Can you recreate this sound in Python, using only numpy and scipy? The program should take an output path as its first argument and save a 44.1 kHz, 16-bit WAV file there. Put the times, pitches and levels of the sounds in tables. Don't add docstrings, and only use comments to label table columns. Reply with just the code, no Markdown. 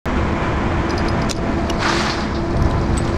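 import sys
import numpy as np
from scipy import signal
from scipy.fft import rfft, irfft
from scipy.io import wavfile
from scipy.ndimage import uniform_filter1d

SR = 44100
rng = np.random.default_rng(int(sys.argv[2]) if len(sys.argv) > 2 else 0)


def level_to_linear(level):
    exponent = np.asarray(level, float) / 20
    return 10 ** exponent


def wav_out(sig):
    wavfile.write(sys.argv[1], SR, np.round(np.clip(np.atleast_2d(sig).T, -1, 1) * 32767).astype(np.int16))


N = 139797


def read(points, hz):
    f, value = np.transpose(points)
    return np.interp(np.log(hz + 1), np.log(f + 1), value)


def curve(rows, column=1):
    return np.interp(np.arange(N) / SR, np.array(rows)[:, 0], np.array(rows)[:, column])


def evened(x):
    return x / np.sqrt(np.mean(x ** 2) + 1e-20)


def band_rms(x, lo_hz, hi_hz):
    z, hz = rfft(x), np.fft.rfftfreq(len(x), 1 / SR)
    in_band = (hz > lo_hz) & (hz < hi_hz)
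    return np.sqrt(2 * np.sum(abs(z[in_band]) ** 2)) / len(x)


def highpass(x, order, cutoff_hz):
    return signal.sosfilt(signal.butter(order, cutoff_hz, "high", fs=SR, output="sos"), x)


def resonate(x, hz, width_hz):
    turn = np.exp(2j * np.pi * hz * np.arange(len(x)) / SR)
    r = np.exp(-np.pi * width_hz / SR)
    return 2 * (turn * signal.lfilter([1 - r], [1, -r], x / turn)).real


def noise(points, size, patchy_db, flicker_db, tilt=None):
    hop = size // 4
    frames, hz = 4 * N // size + 5, np.fft.rfftfreq(size, 1 / SR)
    a, b, patches = rng.standard_normal((frames, len(hz), 3)).T
    patches = uniform_filter1d(uniform_filter1d(patches, size=8, axis=0), size=8, axis=1)
    flicker = uniform_filter1d(rng.standard_normal(frames), size=4)
    level_db = read(points, hz)[:, None] + patchy_db * evened(patches) + flicker_db * evened(flicker)
    if tilt is not None:
        octaves = np.log2(np.maximum(hz, 600) / 600)
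        level_db = level_db + octaves[:, None] * tilt[np.minimum(np.arange(frames) * size // 4, N - 1)]
    spectra = (a + 1j * b) * level_to_linear(level_db)
    return evened(signal.istft(spectra, nperseg=size, noverlap=3 * hop)[1][:N])


def fibres(per_s, spread_db):
    size_db = spread_db * np.minimum(rng.exponential(1, N), 4)
    slips = level_to_linear(size_db) * (rng.random(N) < per_s / SR)
    power = np.convolve(slips ** 2, np.hanning(90), "same")
    return evened(np.sqrt(2 + evened(power)))


def clicks(events, modes, tick_s, width_hz, air_db=None):
    lead, length = 700, 5000
    hard_db, dull_db_per_db_khz = -16, .06
    grit_db, grit_s = -28, .005
    out = np.zeros(N + length)
    u = np.arange(length) / SR
    t = (np.arange(length) - lead) / SR
    cracks = rng.standard_normal((len(events), length))
    chance = rng.standard_normal((len(events), 2 * len(modes)))
    for (s, db, hz, ring_db, *own_air_db), crack, luck in zip(events, cracks, chance):
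        decay = np.maximum(t - .001, 0) / tick_s
        onset = np.minimum(t - .001, 0) / min(tick_s, .0014)
        burst = crack * np.exp(onset - decay)
        body = burst
        for _ in range(3):
            body = resonate(body, hz, width_hz)
        air = resonate(resonate(burst, 11000, 7000), 11000, 7000)
        ring = 0
        for k, (f, mode_db, t60_s) in enumerate(modes):
            dull_db = dull_db_per_db_khz * max(hard_db - db, 0) * f / 1000
            gain = level_to_linear(mode_db - dull_db + 2.5 * luck[k] - 60 * u / t60_s)
            ring = ring + gain * np.sin(2 * np.pi * f * (1 + .004 * luck[-k - 1]) * u)
        strike = (t == 0) + level_to_linear(grit_db) * crack[::-1] * np.exp(-abs(t) / grit_s)
        ring = signal.fftconvolve(strike, ring * np.clip(u / .0008, 0, 1))[:length]
        air_gain = level_to_linear(own_air_db[0] if own_air_db else air_db)
        sound = body / abs(body).max() + air_gain * air / abs(air).max() + level_to_linear(ring_db) * ring
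        out[round(s * SR) - lead:][:length] += level_to_linear(db) * sound
    return out[:N]


def wind():
    # t/s, level/dB
    gusts = [(0.12, -25.5), (0.83, -22.5), (0.85, -55), (1.02, -21), (2.2, -31.5), (2.61, -16.5),
             (3.16, -20)]
    # f/Hz, density/dB
    buffet = [(8.8, -43), (15, -5.5), (85, -0.5), (113, -6), (145, -4), (258, -28), (300, -29), (390, -57),
              (660, -120)]
    return level_to_linear(curve(gusts) - 2.0) * noise(buffet + [(600, -68)], size=2048, patchy_db=.5, flicker_db=1.5)


def machine():
    # t/s, level/dB, brightness/(dB/octave)
    drone = [(.06, -25, 0.5), (1.25, -25, 0), (1.75, -25.5, -2), (2.3, -28, -3.5), (2.6, -25.5, -2.5),
             (3.16, -26.5, -1)]
    # f/Hz, density/dB
    roar_spectrum = [(60, -5.5), (300, -7), (500, -12.5), (1000, -14.5), (2400, -24), (2750, -33),
                     (7000, -44.5), (15500, -81.5)]
    # f/Hz, width/Hz, level/dB
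    housing = [(998, 42, -5), (3100, 610, -0.5)]
    # f/Hz, level/dB, swell when facing/dB
    lines = [(72.5, -30.5, -1.5), (178, -38, 0), (214.2, -31, 3), (250.2, -38, 0), (337.6, -30.5, -1),
             (675, -35.5, 4.5), (1012.6, -42, -3), (1349.5, -46, 2), (1748, -46, -0.5)]
    roar = noise(roar_spectrum, size=1024, patchy_db=.06, flicker_db=.81, tilt=curve(drone, column=2))
    roar = roar + sum(level_to_linear(db - 3.0) * resonate(roar, hz, width_hz) for hz, width_hz, db in housing)
    hiss, t = rng.standard_normal(N), np.arange(N) / SR
    facing_s, facing_span_s, line_width_hz = 1.8, .6, 9
    facing = 2 * np.exp(-((t - facing_s) / facing_span_s) ** 2) - 1
    hum = np.zeros(N)
    for hz, db, swell_db in lines:
        waver = evened(resonate(resonate(hiss, hz, line_width_hz), hz, line_width_hz))
        hum += level_to_linear(db + swell_db * facing) * evened(1.5 * np.sin(2 * np.pi * hz * t) + waver)
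    return level_to_linear(curve(drone) - 1.5) * roar / band_rms(roar, lo_hz=315, hi_hz=880) + hum


def rustle():
    # t/s, level/dB
    rub = [(0.8, -51), (1.3, -46), (1.78, -39.5), (1.83, -29.5), (2.0, -26), (2.12, -33.5), (2.24, -41),
           (2.3, -48), (2.45, -43), (2.69, -42), (2.9, -41.5), (3.16, -39.5)]
    # f/Hz, density/dB
    rustle_spectrum = [(1500, -22), (3000, -6.5), (4000, -0.5), (4600, 1), (5400, -4.5), (7000, -10.5),
                       (9500, -21), (15500, -31.5)]
    grain = noise([(800, -45)] + rustle_spectrum, size=256, patchy_db=1.8, flicker_db=.5)
    grain = grain * fibres(per_s=2000, spread_db=1.8)
    fade_in = np.clip((np.arange(N) / SR - .7) / .2, 0, 1)
    return level_to_linear(curve(rub) - 3.5) * fade_in * grain / band_rms(grain, lo_hz=3450, hi_hz=7100)


def held_gear():
    # t/s, peak/dB, tick f/Hz, ring/dB, brightness/dB
    taps = [(2.508, -31.5, 4710, -20, -27), (2.6234, -25, 4800, -11, -3.5), (2.6473, -29, 4870, -36, -30),
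            (2.6594, -28, 5500, -14, -8), (2.700, -37, 8000, -14, -20), (2.711, -22, 3550, -11, -16),
            (2.8134, -29, 4900, -17, -20), (3.0455, -32, 6950, -16, -12), (3.0510, -26, 4070, -24, -30)]
    # f/Hz, level/dB, t60/s
    held = [(8000, -4, .022), (10000, -9, .008), (12500, -9, .008), (15200, -10, .006)]
    return clicks(taps, held, tick_s=.0015, width_hz=3700)


def carabiners():
    # t/s, peak/dB, tick f/Hz, ring/dB
    clinks = [(2.938, -36, 3580, 3), (2.9640, -36, 4200, -14), (2.9712, -21, 3900, -14),
              (2.9770, -21, 3000, 3), (2.9840, -27, 3670, -8), (2.9930, -26, 3600, -10),
              (3.0770, -22, 3630, -18), (3.0825, -30, 4000, -4), (3.0930, -30, 4760, -8),
              (3.1014, -30, 3660, -9)]
    # f/Hz, level/dB, t60/s
    hook = [(4650, -16, .02), (5860, -13, .025), (7180, -11, .018), (7983, -3, .1), (9500, -12, .02),
            (11400, -24, .03), (11800, -21, .045), (12230, -21, .045), (14600, -28, .02)]
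    # t/s, peak/dB, tick f/Hz, ring/dB
    ring_clink = [(2.5683, -28, 4200, -9)]
    # f/Hz, level/dB, t60/s
    ring_modes = [(8600, -5, .075), (4200, -14, .02)]
    return (clicks(clinks, hook, tick_s=.0011, width_hz=4000, air_db=-36)
            + clicks(ring_clink, ring_modes, tick_s=.0021, width_hz=3400, air_db=-26))


def rope():
    # f/Hz, density/dB
    braid_spectrum = [(450, -12), (750, 4.5), (1500, 3.5), (2100, 0), (3000, -7.5), (5000, -8), (8400, -27),
                      (15500, -87)]
    pull_s, rise_s, hold_s, fall_db_per_s, pull_db = 1.79, .031, .27, 47, -21.5
    bite_s, bite_span_s, bite_hz, bite_width_hz, bite_db = 1.87, .044, 1530, 450, -1
    t = np.arange(N) / SR
    since_s = t - pull_s
    shape = np.clip(since_s / rise_s, 0, 1) * level_to_linear(-fall_db_per_s * np.maximum(since_s - hold_s, 0))
    braid = fibres(per_s=2200, spread_db=1.8) * noise(braid_spectrum, size=256, patchy_db=1.7, flicker_db=.8)
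    bite = np.exp(-((t - bite_s) / bite_span_s) ** 2) * resonate(braid, bite_hz, bite_width_hz)
    return level_to_linear(pull_db) * shape * (braid + level_to_linear(bite_db) * bite)


def loaded_cam():
    # t/s, peak/dB, tick f/Hz, ring/dB
    chatter = [(1.8817, -19, 5360, -20), (1.97, -33, 4200, -16), (2.0968, -15.5, 4370, -9),
               (2.2037, -22.5, 4180, -10), (2.3454, -26.5, 4270, -5), (2.356, -33, 4060, -2)]
    # f/Hz, level/dB, t60/s
    loaded = [(4760, -14, 0.041), (5200, -20, .05)]
    return clicks(chatter, loaded, tick_s=.027, width_hz=1900, air_db=-31)


def side_plate():
    # t/s, peak/dB, tick f/Hz, ring/dB, brightness/dB
    knock = [(1.6985, -15, 2600, -6, -9), (1.7005, -19, 5700, -8, -8)]
    # f/Hz, level/dB, t60/s
    plate = [(2160, -1, .014), (2500, -4, .01), (2890, -2, .04), (3300, 0, .012), (4820, -10, .012),
             (5650, -2, .014), (6760, -8, .01), (7480, -9, .01), (8900, -14, .006), (11200, -14, .01),
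             (12700, -19, .008)]
    return clicks(knock, plate, tick_s=.002, width_hz=3500)


def latch():
    # t/s, peak/dB, tick f/Hz, ring/dB, brightness/dB
    snaps = [(1.2900, -31, 6000, -10, -30), (1.2966, -14, 4800, -7, -20), (1.3010, -27, 5500, -20, -26),
             (1.3045, -20.5, 4500, -7, -26), (1.3080, -21, 3800, -13, -29), (1.3114, -4.5, 3850, -18, -19),
             (1.3150, -17, 4600, -5, -20), (1.3178, -23, 6100, -8, -12), (1.3270, -19, 3700, -6, -30),
             (1.3320, -25, 3600, -15, -30)]
    # f/Hz, level/dB, t60/s
    latch_modes = [(2900, -6, .012), (3480, 0, .016), (4100, -2, .018), (5600, -2, .016), (6170, -4, .022),
                   (6550, -4, .022), (7140, -7, .018), (8690, -12, .012), (10300, -17, .012),
                   (10820, -16, .016), (13200, -26, .01)]
    return highpass(clicks(snaps, latch_modes, tick_s=.0009, width_hz=6000), order=4, cutoff_hz=2500)


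def cam():
    # t/s, peak/dB, tick f/Hz, ring/dB, brightness/dB
    cam_ticks = [(.8954, -27, 4710, -8, -34), (.9060, -15, 4660, -16, -20), (.9294, -35, 4810, -4, -34),
                 (.9782, -17.5, 5160, -16, -13), (.9900, -26, 4150, -5, -30), (1.0140, -40, 6000, -20, -30),
                 (1.0500, -34, 5000, -20, -8), (1.0846, -18, 4600, -7.5, -14), (1.1030, -41, 5100, -6, -30),
                 (1.1164, -40, 4940, -7, -21), (1.2188, -22.5, 4700, -10, -19),
                 (1.2464, -31, 4800, -10, -24), (1.3502, -28, 4980, -9, -25), (1.3640, -28, 4900, -2, -34),
                 (1.3810, -29, 4860, -9, -34)]
    # f/Hz, level/dB, t60/s
    cam_modes = [(3150, -10, .012), (4240, -5, .02), (4760, -1, .04), (5030, -3, .08), (6040, -8, .025),
                 (7650, -13, .02), (9690, -12, .045), (12150, -21, .018), (14300, -25, .02)]
    return clicks(cam_ticks, cam_modes, tick_s=.002, width_hz=2100)


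def scene():
    # start t/s, end t/s
    apart_spans = [(.38, 1.03), (1.06, 1.36), (1.41, 1.47), (1.58, 1.98), (2.1, 2.59), (2.65, 2.69),
                   (2.8, 3.07), (3.1, 3.15)]
    side_db, side_top_db = -24.5, -59
    metal = cam() + latch() + side_plate() + carabiners() + held_gear() + loaded_cam()
    metal = highpass(metal, order=4, cutoff_hz=1800)
    scatter = rng.standard_normal(2500) * level_to_linear(-60 * np.arange(2500) / SR / .04)
    echo = signal.oaconvolve(metal, scatter / np.linalg.norm(scatter))[:N]
    mid = metal + level_to_linear(-12) * echo + rope() + rustle() + wind() + machine()
    t = np.arange(N) / SR
    apart = uniform_filter1d(sum((t > a) & (t < b) for a, b in apart_spans) * 1., size=300)
    side = highpass(np.roll(mid + 2 * metal, 41), order=6, cutoff_hz=2800)
    top_spectrum = [(11300, -60), (12000, 0), (13500, 0), (15300, 4), (16000, -60)]  # f/Hz, density/dB
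    top = noise(top_spectrum, size=256, patchy_db=1.5, flicker_db=.7)
    top = top * np.clip(np.minimum(t - 1.35, 2.9 - t) / .3, 0, 1)
    side = level_to_linear(side_db) * apart * side + level_to_linear(side_top_db) * top
    return np.array([mid + side, mid - side])


def low_pass(x):
    return signal.sosfilt(signal.butter(12, 16540, fs=SR, output="sos"), x)


def record(dry):
    # f/Hz, gain/dB
    mic = [(9000, 0), (12000, -5), (14300, -14), (15700, -21), (16400, -50)]
    duck_s, duck_db, duck_hold_s, duck_release_s = 1.314, -11, .05, .045
    start_s = .0565
    t = np.arange(N) / SR
    bass = signal.sosfiltfilt(signal.butter(2, 750, fs=SR, output="sos"), dry)
    treble = signal.sosfiltfilt(signal.butter(2, 2900, "high", fs=SR, output="sos"), dry)
    release = np.exp(-np.maximum(t - duck_s - duck_hold_s, 0) / duck_release_s)
    duck = level_to_linear(duck_db * np.clip((t - duck_s) / .003, 0, 1) * release)
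    x = (bass + treble) * duck ** .3 + (dry - bass - treble) * duck
    x = x * np.clip((N / SR - t) / .002, 0, 1)
    response = level_to_linear(read(mic, np.fft.rfftfreq(256, 1 / SR)))
    fir = np.roll(irfft(response), 128) * np.hanning(256)
    return low_pass(signal.oaconvolve(x, fir[None], "same") * (t > start_s))


dry = scene()
out = record(dry)
wav_out(out)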